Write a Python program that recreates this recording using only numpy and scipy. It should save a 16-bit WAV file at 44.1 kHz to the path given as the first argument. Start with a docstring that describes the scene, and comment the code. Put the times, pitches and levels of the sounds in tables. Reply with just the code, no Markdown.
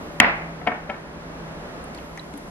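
"""A plastic lid snaps shut on a glass container, close enough to overload the microphone, and the kitchen rings on.
A bowl then knocks twice on the table, and a sauce bottle gives faint ticks and drips, with thin high whistles.
Under it all runs the steady rush and hum of a kitchen appliance.
Blows are damped sine modes plus noise cracks, with echoes and a decaying noise tail for the room;
the whistles are gliding sines, and the appliance is coloured stereo noise with a few wavering tones."""
import sys
import numpy as np
from scipy import signal
from scipy.fft import rfft, irfft, next_fast_len
from scipy.io import wavfile
from scipy.ndimage import map_coordinates

SR = 44100
rng = np.random.default_rng(int(sys.argv[2]) if len(sys.argv) > 2 else 0)


def put_to_file(sound):
    """Save the sound as 16-bit audio at rate SR, in the file named by the first command-line argument."""
    columns = np.atleast_2d(sound).T  # one column per channel
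    safe = np.clip(columns, -1, 1)
    whole_steps = np.round(safe * 32767)
    wavfile.write(sys.argv[1], SR, whole_steps.astype(np.int16))


N = 110250
T = np.arange(int(0.8 * SR)) / SR  # time axis of one blow, s


# the lid catching on the rim: start_s, level_db
LID_SNAPS = [(0.2009, 5), (0.2034, -8)]
# modes of lid and container: pitch_hz, relative_level_db, t60_s
LID_MODES = [(109, -24.5, 0.085), (215, -17, 0.054), (277, -19, 0.043), (463, -26, .04), (720, -22, 0.029),
             (986, -8.5, 0.032), (1148, -15, 0.039), (1500, -18.5, 0.026), (1990, -13, 0.017),
             (2176, -1, 0.019), (2600, -5.5, 0.022), (3070, -7.5, 0.011)]
# colour of the snap's noise crack: frequency_hz, relative_level_db
SNAP_CRACK_COLOUR = [(100, -10), (700, -4), (2200, 5.5), (3300, -6), (5000, -21.5), (9000, -26),
                     (16000, -41)]
# colour of what the lid sends into the room: frequency_hz, relative_level_db (per Hz)
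SNAP_ROOM_COLOUR = [(50, -28), (90, -10), (210, -0.5), (380, -5.5), (750, 2), (1100, -0.5), (1500, 0.5),
                    (2200, 3), (2750, -6.5), (3400, -15), (5000, -25), (7000, -42), (14000, -66)]
SNAP_CRACK_DB, SNAP_CRACK_T60_S, SNAP_ATTACK_S = -0.5, 0.014, 0.00029
SNAP_ECHO_DB, SNAP_WET_DB = -16.5, -18.5


def lid():
    """The lid catches with a noise crack over the short modes of plastic and container."""
    out = np.zeros((2, N))
    for start_s, level_db in LID_SNAPS:
        crack = amp(SNAP_CRACK_DB) * fade(SNAP_CRACK_T60_S) * noise(SNAP_CRACK_COLOUR)
        blow = rise(SNAP_ATTACK_S) * (ring(LID_MODES) + crack)
        echoes = amp(SNAP_ECHO_DB) * walls(blow)
        tail = amp(SNAP_WET_DB) * room(SNAP_ROOM_COLOUR)
        add(out, start_s, amp(level_db) * (near(blow) + echoes + tail))
    return out


# the bowl's foot meeting the table: start_s, level_db, thud_pitch_hz, thud_level_db, contact_brightness_hz
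BOWL_CONTACTS = [(0.6145, -32, 716, -1, 1740), (0.6665, -22, 670, -4.5, 2400), (0.6712, -16, 713, -8, 4830),
                 (0.6738, -15.5, 726, -0.5, 4500), (0.6818, -20, 691, -7, 2000),
                 (0.8925, -30, 593, 2.5, 1500), (0.897, -25, 758, -4, 7000), (0.8993, -25, 770, 0.5, 7000)]
# modes of the bowl on the table: pitch_hz, relative_level_db, t60_s
BOWL_MODES = [(232, -12, 0.13), (265.7, -11.5, 0.09), (470, -16, 0.11), (564, -13.5, 0.11),
              (854, -5.5, 0.041), (983, -16, 0.18), (1320, -9.5, 0.11), (1570, -13, 0.065),
              (1690, -24, 0.07), (2177, -4, 0.026), (2780, -17, 0.042), (3100, -14, 0.031),
              (4900, -36.5, 0.13)]
# the notes that linger after a knock: pitch_hz, relative_level_db, t60_s
LINGERING_MODES = [(265.6, -35, 0.59), (570, -44, 0.17), (1820, -22, 0.35), (2224, -19, 0.2)]
# colour of the knock's noise crack: frequency_hz, relative_level_db
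KNOCK_CRACK_COLOUR = [(100, -22), (400, -10), (1000, -4.5), (2300, 6), (3200, -8), (4000, -24), (8000, -31),
                      (16000, -68)]
# colour of what the knocks send into the room: frequency_hz, relative_level_db (per Hz)
KNOCK_ROOM_COLOUR = [(80, -40), (250, 3), (450, -5), (730, 2), (1000, -2.5), (1600, -1), (2250, -5),
                     (2800, -11.5), (3600, -18.5), (5000, -36), (10000, -65)]
KNOCK_CRACK_DB, KNOCK_CRACK_T60_S, KNOCK_ATTACK_S = -1, 0.027, 0.00026
THUD_T60_S, THUD_AFTER_DB, THUD_AFTER_T60_S = 0.085, -16, 0.37
KNOCK_ECHO_DB, KNOCK_WET_DB = -14.5, -14.5


def bowl():
    """Each knock is a few quick contacts, soft or hard: a table thud under the bowl's ring and lingering notes."""
    out = np.zeros((2, N))
    for start_s, level_db, thud_hz, thud_db, bright_hz in BOWL_CONTACTS:
        crack = amp(KNOCK_CRACK_DB) * fade(KNOCK_CRACK_T60_S) * noise(KNOCK_CRACK_COLOUR)
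        # the thud decays in two stages: a strong short one and a weak long one
        thud = ring([(thud_hz, thud_db, THUD_T60_S),
                     (thud_hz, thud_db + THUD_AFTER_DB, THUD_AFTER_T60_S)])
        blow = rise(KNOCK_ATTACK_S) ** 2 * (ring(BOWL_MODES) + ring(LINGERING_MODES) + thud + crack)
        echoes = amp(KNOCK_ECHO_DB) * walls(blow)
        tail = amp(KNOCK_WET_DB) * room(KNOCK_ROOM_COLOUR)
        # softer contacts lose their treble from a lower frequency
        contact = filtered(near(blow) + echoes + tail, lambda hz: 1 / np.hypot(1, (hz / bright_hz) ** 2))
        add(out, start_s, amp(level_db) * contact)
    return out


# ticks, drips and a soft bump as the bottle is handled:
# start_s, ring_level_db, ring_pitch_hz, ring_t60_s, click_level_db
BOTTLE_TICKS = [(1.841, -36, 9550, 0.017, -50), (1.9473, -37, 5000, 0.014, -30.5),
                (1.9755, -39.5, 4340, 0.013, -52), (1.9835, -39, 3120, 0.024, -42),
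                (1.987, -37.5, 2600, 0.027, -54), (2.1741, -35, 1952, 0.061, -32.5),
                (2.1758, -43, 5990, 0.02, -49), (2.1945, -38.5, 3950, 0.031, -45),
                (2.3375, -33, 283, 0.2, -34), (2.375, -34.5, 10700, 0.027, -39)]
# colour of the click noise: frequency_hz, relative_level_db
CLICK_COLOUR = [(500, -12), (2000, 13), (5000, -1), (11000, 1), (13000, -6), (16000, -30)]
# colour of what the ticks send into the room: frequency_hz, relative_level_db (per Hz)
TICK_ROOM_COLOUR = [(500, -2), (2000, 1), (5000, -4), (11000, -14), (13500, -35)]
CLICK_T60_S, TICK_ATTACK_S, TICK_WET_DB = 0.015, 0.00082, -18.5
FUZZ_WIDTH, FUZZ_GAIN = 0.12, 0.84  # half-width of the fuzz as a fraction of pitch; its rms


def bottle():
    """Tiny noise clicks, each with a short ring of a sine roughened by narrow noise at its pitch."""
    out = np.zeros((2, N))
    for start_s, ring_db, pitch_hz, t60_s, click_db in BOTTLE_TICKS:
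        fuzz = unit(filtered(rng.standard_normal(len(T)),
                             lambda hz: 1 / (1 + ((hz / pitch_hz - 1) / FUZZ_WIDTH) ** 2)))
        tone = np.sin(2 * np.pi * pitch_hz * T) + FUZZ_GAIN * fuzz
        rough_ring = amp(ring_db) * fade(t60_s) * tone
        click = amp(click_db) * fade(CLICK_T60_S) * noise(CLICK_COLOUR)
        direct = near(rise(TICK_ATTACK_S) * (rough_ring + click))
        add(out, start_s, direct + amp(click_db + TICK_WET_DB) * room(TICK_ROOM_COLOUR))
    return out


# faint thin whistles: start_s, length_s, start_pitch_hz, end_pitch_hz, level_db
WHISTLE_GLIDES = [(0.0, .08, 12750, 12950, -64), (0.108, .07, 12900, 12600, -70),
                  (0.11, .07, 14300, 13400, -76), (1.965, 0.16, 11750, 12500, -70),
                  (1.96, 0.1, 10400, 10900, -70), (2.07, 0.12, 11200, 11300, -71)]
WHISTLE_BLUR_RAD, WHISTLE_FLUTTER_DB = 0.9, 3  # sizes of the random phase and level wobbles


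def whistle():
    """Faint high sine glides, blurred in phase and fluttering in level, that come and go."""
    out = np.zeros(N)
    for start_s, length_s, start_hz, end_hz, level_db in WHISTLE_GLIDES:
        hz = np.linspace(start_hz, end_hz, int(length_s * SR))
        blur = WHISTLE_BLUR_RAD * wobble(420)[:len(hz)]
        flutter_db = WHISTLE_FLUTTER_DB * wobble(76)[:len(hz)]
        tone = np.sin(2 * np.pi * np.cumsum(hz) / SR + blur)
        add(out, start_s, amp(level_db + flutter_db) * signal.windows.tukey(len(hz)) * tone)
    return out


# colour of the rushing air: frequency_hz, relative_level_db (per Hz)
RUSH_COLOUR = [(15, -38), (28, -8), (58, -8), (85, -10.5), (125, -12.5), (170, -6.5), (220, -6.5),
               (350, -8.5), (640, -11), (1000, -12.5), (1900, -18.5), (2600, -24), (3500, -28.5),
               (6000, -34.5), (16000, -63)]
# colour of the fine hiss: frequency_hz, relative_level_db (per Hz)
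HISS_COLOUR = [(1500, -13), (4000, 1.5), (7000, 0.5), (11500, 1.5), (12400, -7), (14500, -21), (15500, -29)]
# air levels over time: time_s, rush_level_db, hiss_level_db
AIR_LEVELS = [(0, -35.5, -56), (0.18, -37.5, -57), (0.3, -36.5, -59.5), (0.8, -39, -61.5), (1.05, -39, -61),
              (1.4, -36.5, -58.5), (1.8, -36, -57), (2.2, -39, -56.5), (2.5, -40, -54)]
# motor hum tones: pitch_hz, level_db (before sway and swell)
HUM_TONES = [(59.3, -55.5), (162, -45), (587, -53.5), (673, -55.5)]
# slow rise and fall of the hum: time_s, gain_db
HUM_GAIN = [(0, -0.5), (0.3, 6), (0.7, -4), (1.0, -1.5), (1.3, 4), (1.6, -3), (2.0, 0.5), (2.5, -5)]
HUM_SWAY_DB, HUM_DRIFT_RAD = 3, 1  # sizes of the random level and phase wobbles
APPLIANCE_PAN_DB = -0.5  # left minus right


def appliance():
    """Rushing air and fine hiss as diffuse noise, with a motor hum of tones wavering in level and phase."""
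    t = np.arange(N) / SR
    time_s, rush_db, hiss_db = np.transpose(AIR_LEVELS)
    rush = amp(np.interp(t, time_s, rush_db)) * unit(diffuse(RUSH_COLOUR, size=N))
    hiss = amp(np.interp(t, time_s, hiss_db)) * unit(diffuse(HISS_COLOUR, size=N))
    hum = np.zeros(N)
    for pitch_hz, level_db in HUM_TONES:
        level = amp(level_db + HUM_SWAY_DB * wobble(5.92))
        drift = HUM_DRIFT_RAD * wobble(9.25)
        hum += level * np.sqrt(2) * np.sin(2 * np.pi * pitch_hz * t + drift)
    swell = amp(np.interp(t, *np.transpose(HUM_GAIN)))
    pan = amp(APPLIANCE_PAN_DB / 2 * np.array([[1], [-1]]))
    return (rush + hiss + swell * hum) * pan


# stereo balance of near sound: frequency_hz, left_minus_right_db
NEAR_BALANCE = [(200, 1), (500, 5.5), (1000, 6.5), (2100, 6), (4200, -16.5), (9000, 3)]
# phase by which the left leads for near sound: frequency_hz, lead_rad
NEAR_LEAD = [(200, 0), (1000, 0.55), (2100, 1), (4200, 1.8), (8500, 1), (15000, 5)]


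def near(x):
    """Direct sound reaching the microphones from slightly left, as level and phase offsets between the sides."""
    def left_over_right(hz):
        return amp(along(NEAR_BALANCE, hz)) * np.exp(1j * along(NEAR_LEAD, hz))
    # half the offset goes to each side
    return filtered(x, lambda hz: left_over_right(hz) ** np.array([[0.5], [-0.5]]))


# early echoes: delay_s, relative_level_db
EARLY_ECHOES = [(0.0135, -8), (0.032, -4), (0.0445, 3.5)]
ECHO_DULL_HZ = 2640


def walls(x):
    """The first echoes from the nearest surfaces: delayed copies, dulled on the way."""
    def delays(hz):
        return sum(amp(db) * np.exp(-2j * np.pi * hz * delay_s) for delay_s, db in EARLY_ECHOES)
    return filtered(x, lambda hz: delays(hz) / (1 + (hz / ECHO_DULL_HZ) ** 6))


# decay of the kitchen: frequency_hz, t60_s
ROOM_DECAY = [(100, 0.27), (300, 0.47), (1000, 0.62), (2200, 0.6), (4500, 0.46), (10000, 0.52)]
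ROOM_BUILD_S, WALL_S, WALL_DB, WALL_SPREAD_S = 0.0075, 0.084, -10.5, 0.036


def room(spectrum):
    """The kitchen's dense answer to one blow: decaying noise, swelling with the echo from the far wall."""
    hz, t, cells = signal.stft(unit(diffuse(spectrum, size=len(T))), SR, nperseg=256)
    decay = fade(along(ROOM_DECAY, hz)[:, None], t)  # each frequency dies at its own rate
    tail = signal.istft(cells * decay, SR, nperseg=256)[1][:, :len(T)]
    far_wall = amp(WALL_DB) * np.exp(-((T - WALL_S) / WALL_SPREAD_S) ** 2)
    return tail * rise(ROOM_BUILD_S) * (1 + far_wall)


# left-right likeness of diffuse sound: frequency_hz, correlation (-1 to 1)
STEREO_LIKENESS = [(60, 0.94), (200, 0.89), (450, 0.69), (1000, 0.18), (2100, -0.46), (4400, -0.6),
                   (9000, -0.76), (15000, -0.29)]


def diffuse(spectrum, size):
    """Coloured stereo noise from all around; the mid-side mix sets how alike the two sides are."""
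    def mid_side_gains(hz):
        turn = np.arccos(np.clip(along(STEREO_LIKENESS, hz), -0.99, 0.99)) / 2
        return amp(along(spectrum, hz)) * np.array([np.cos(turn), np.sin(turn)])
    mid, side = filtered(rng.standard_normal((2, size)), mid_side_gains)
    return np.array([mid + side, mid - side])


def noise(spectrum):
    """A short stretch of coloured noise of rms 1."""
    return unit(filtered(rng.standard_normal(len(T)), lambda hz: amp(along(spectrum, hz))))


def ring(modes):
    """Damped sine modes, a little different in level and phase at every blow."""
    total = np.zeros(len(T))
    for pitch_hz, level_db, t60_s in modes:
        level = amp(level_db + rng.normal(0, 1))
        total += level * fade(t60_s) * np.sin(2 * np.pi * pitch_hz * T + rng.normal(0, 0.77))
    return total


def amp(db):
    """Decibels to gain."""
    return 10 ** (np.asarray(db) / 20)


def unit(x):
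    """Scaled to rms 1."""
    return x / np.sqrt(np.mean(x ** 2) + 1e-20)


def along(points, hz):
    """(frequency_hz, value) points read on a log frequency axis."""
    point_hz, value = np.transpose(points)
    return np.interp(np.log(hz + 1), np.log(point_hz + 1), value)


def fade(t60, t=T):
    """Exponential decay, down 60 dB after t60 seconds."""
    return np.exp(-np.log(1000) * t / t60)


def rise(seconds):
    """A soft exponential start."""
    return 1 - np.exp(-T / seconds)


def wobble(rate):
    """A smooth random curve, rate knots a second."""
    return map_coordinates(rng.standard_normal(200), [np.arange(N) * rate / SR], mode="wrap")


def filtered(x, response):
    """x times a response of frequency, padded so that the end does not wrap onto the start."""
    n = x.shape[-1]
    m = next_fast_len(n + SR // 10)
    return irfft(rfft(x, m) * response(np.fft.rfftfreq(m, 1 / SR)), m)[..., :n]


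def add(track, start_s, sound):
    """Mixes a sound in at its start time, cut at the end of the track."""
    part = track[..., max(round(start_s * SR), 0):][..., :sound.shape[-1]]
    part += sound[..., :part.shape[-1]]


def scene():
    """Everything on the table, heard in the kitchen."""
    return lid() + bowl() + bottle() + whistle() + appliance()


CLIP_TOP, CLIP_HARDNESS, TOP_HZ = 1.0, 5, 16300  # ceiling (full scale = 1), sharpness of its knee, band limit


def record(dry):
    """The recorder flattens the peaks of the snap and cuts steeply above its band limit."""
    flattened = dry / (1 + np.abs(dry / CLIP_TOP) ** CLIP_HARDNESS) ** (1 / CLIP_HARDNESS)
    return filtered(flattened, lambda hz: 1 / (1 + (hz / TOP_HZ) ** 120))


dry = scene()
out = record(dry)
put_to_file(out)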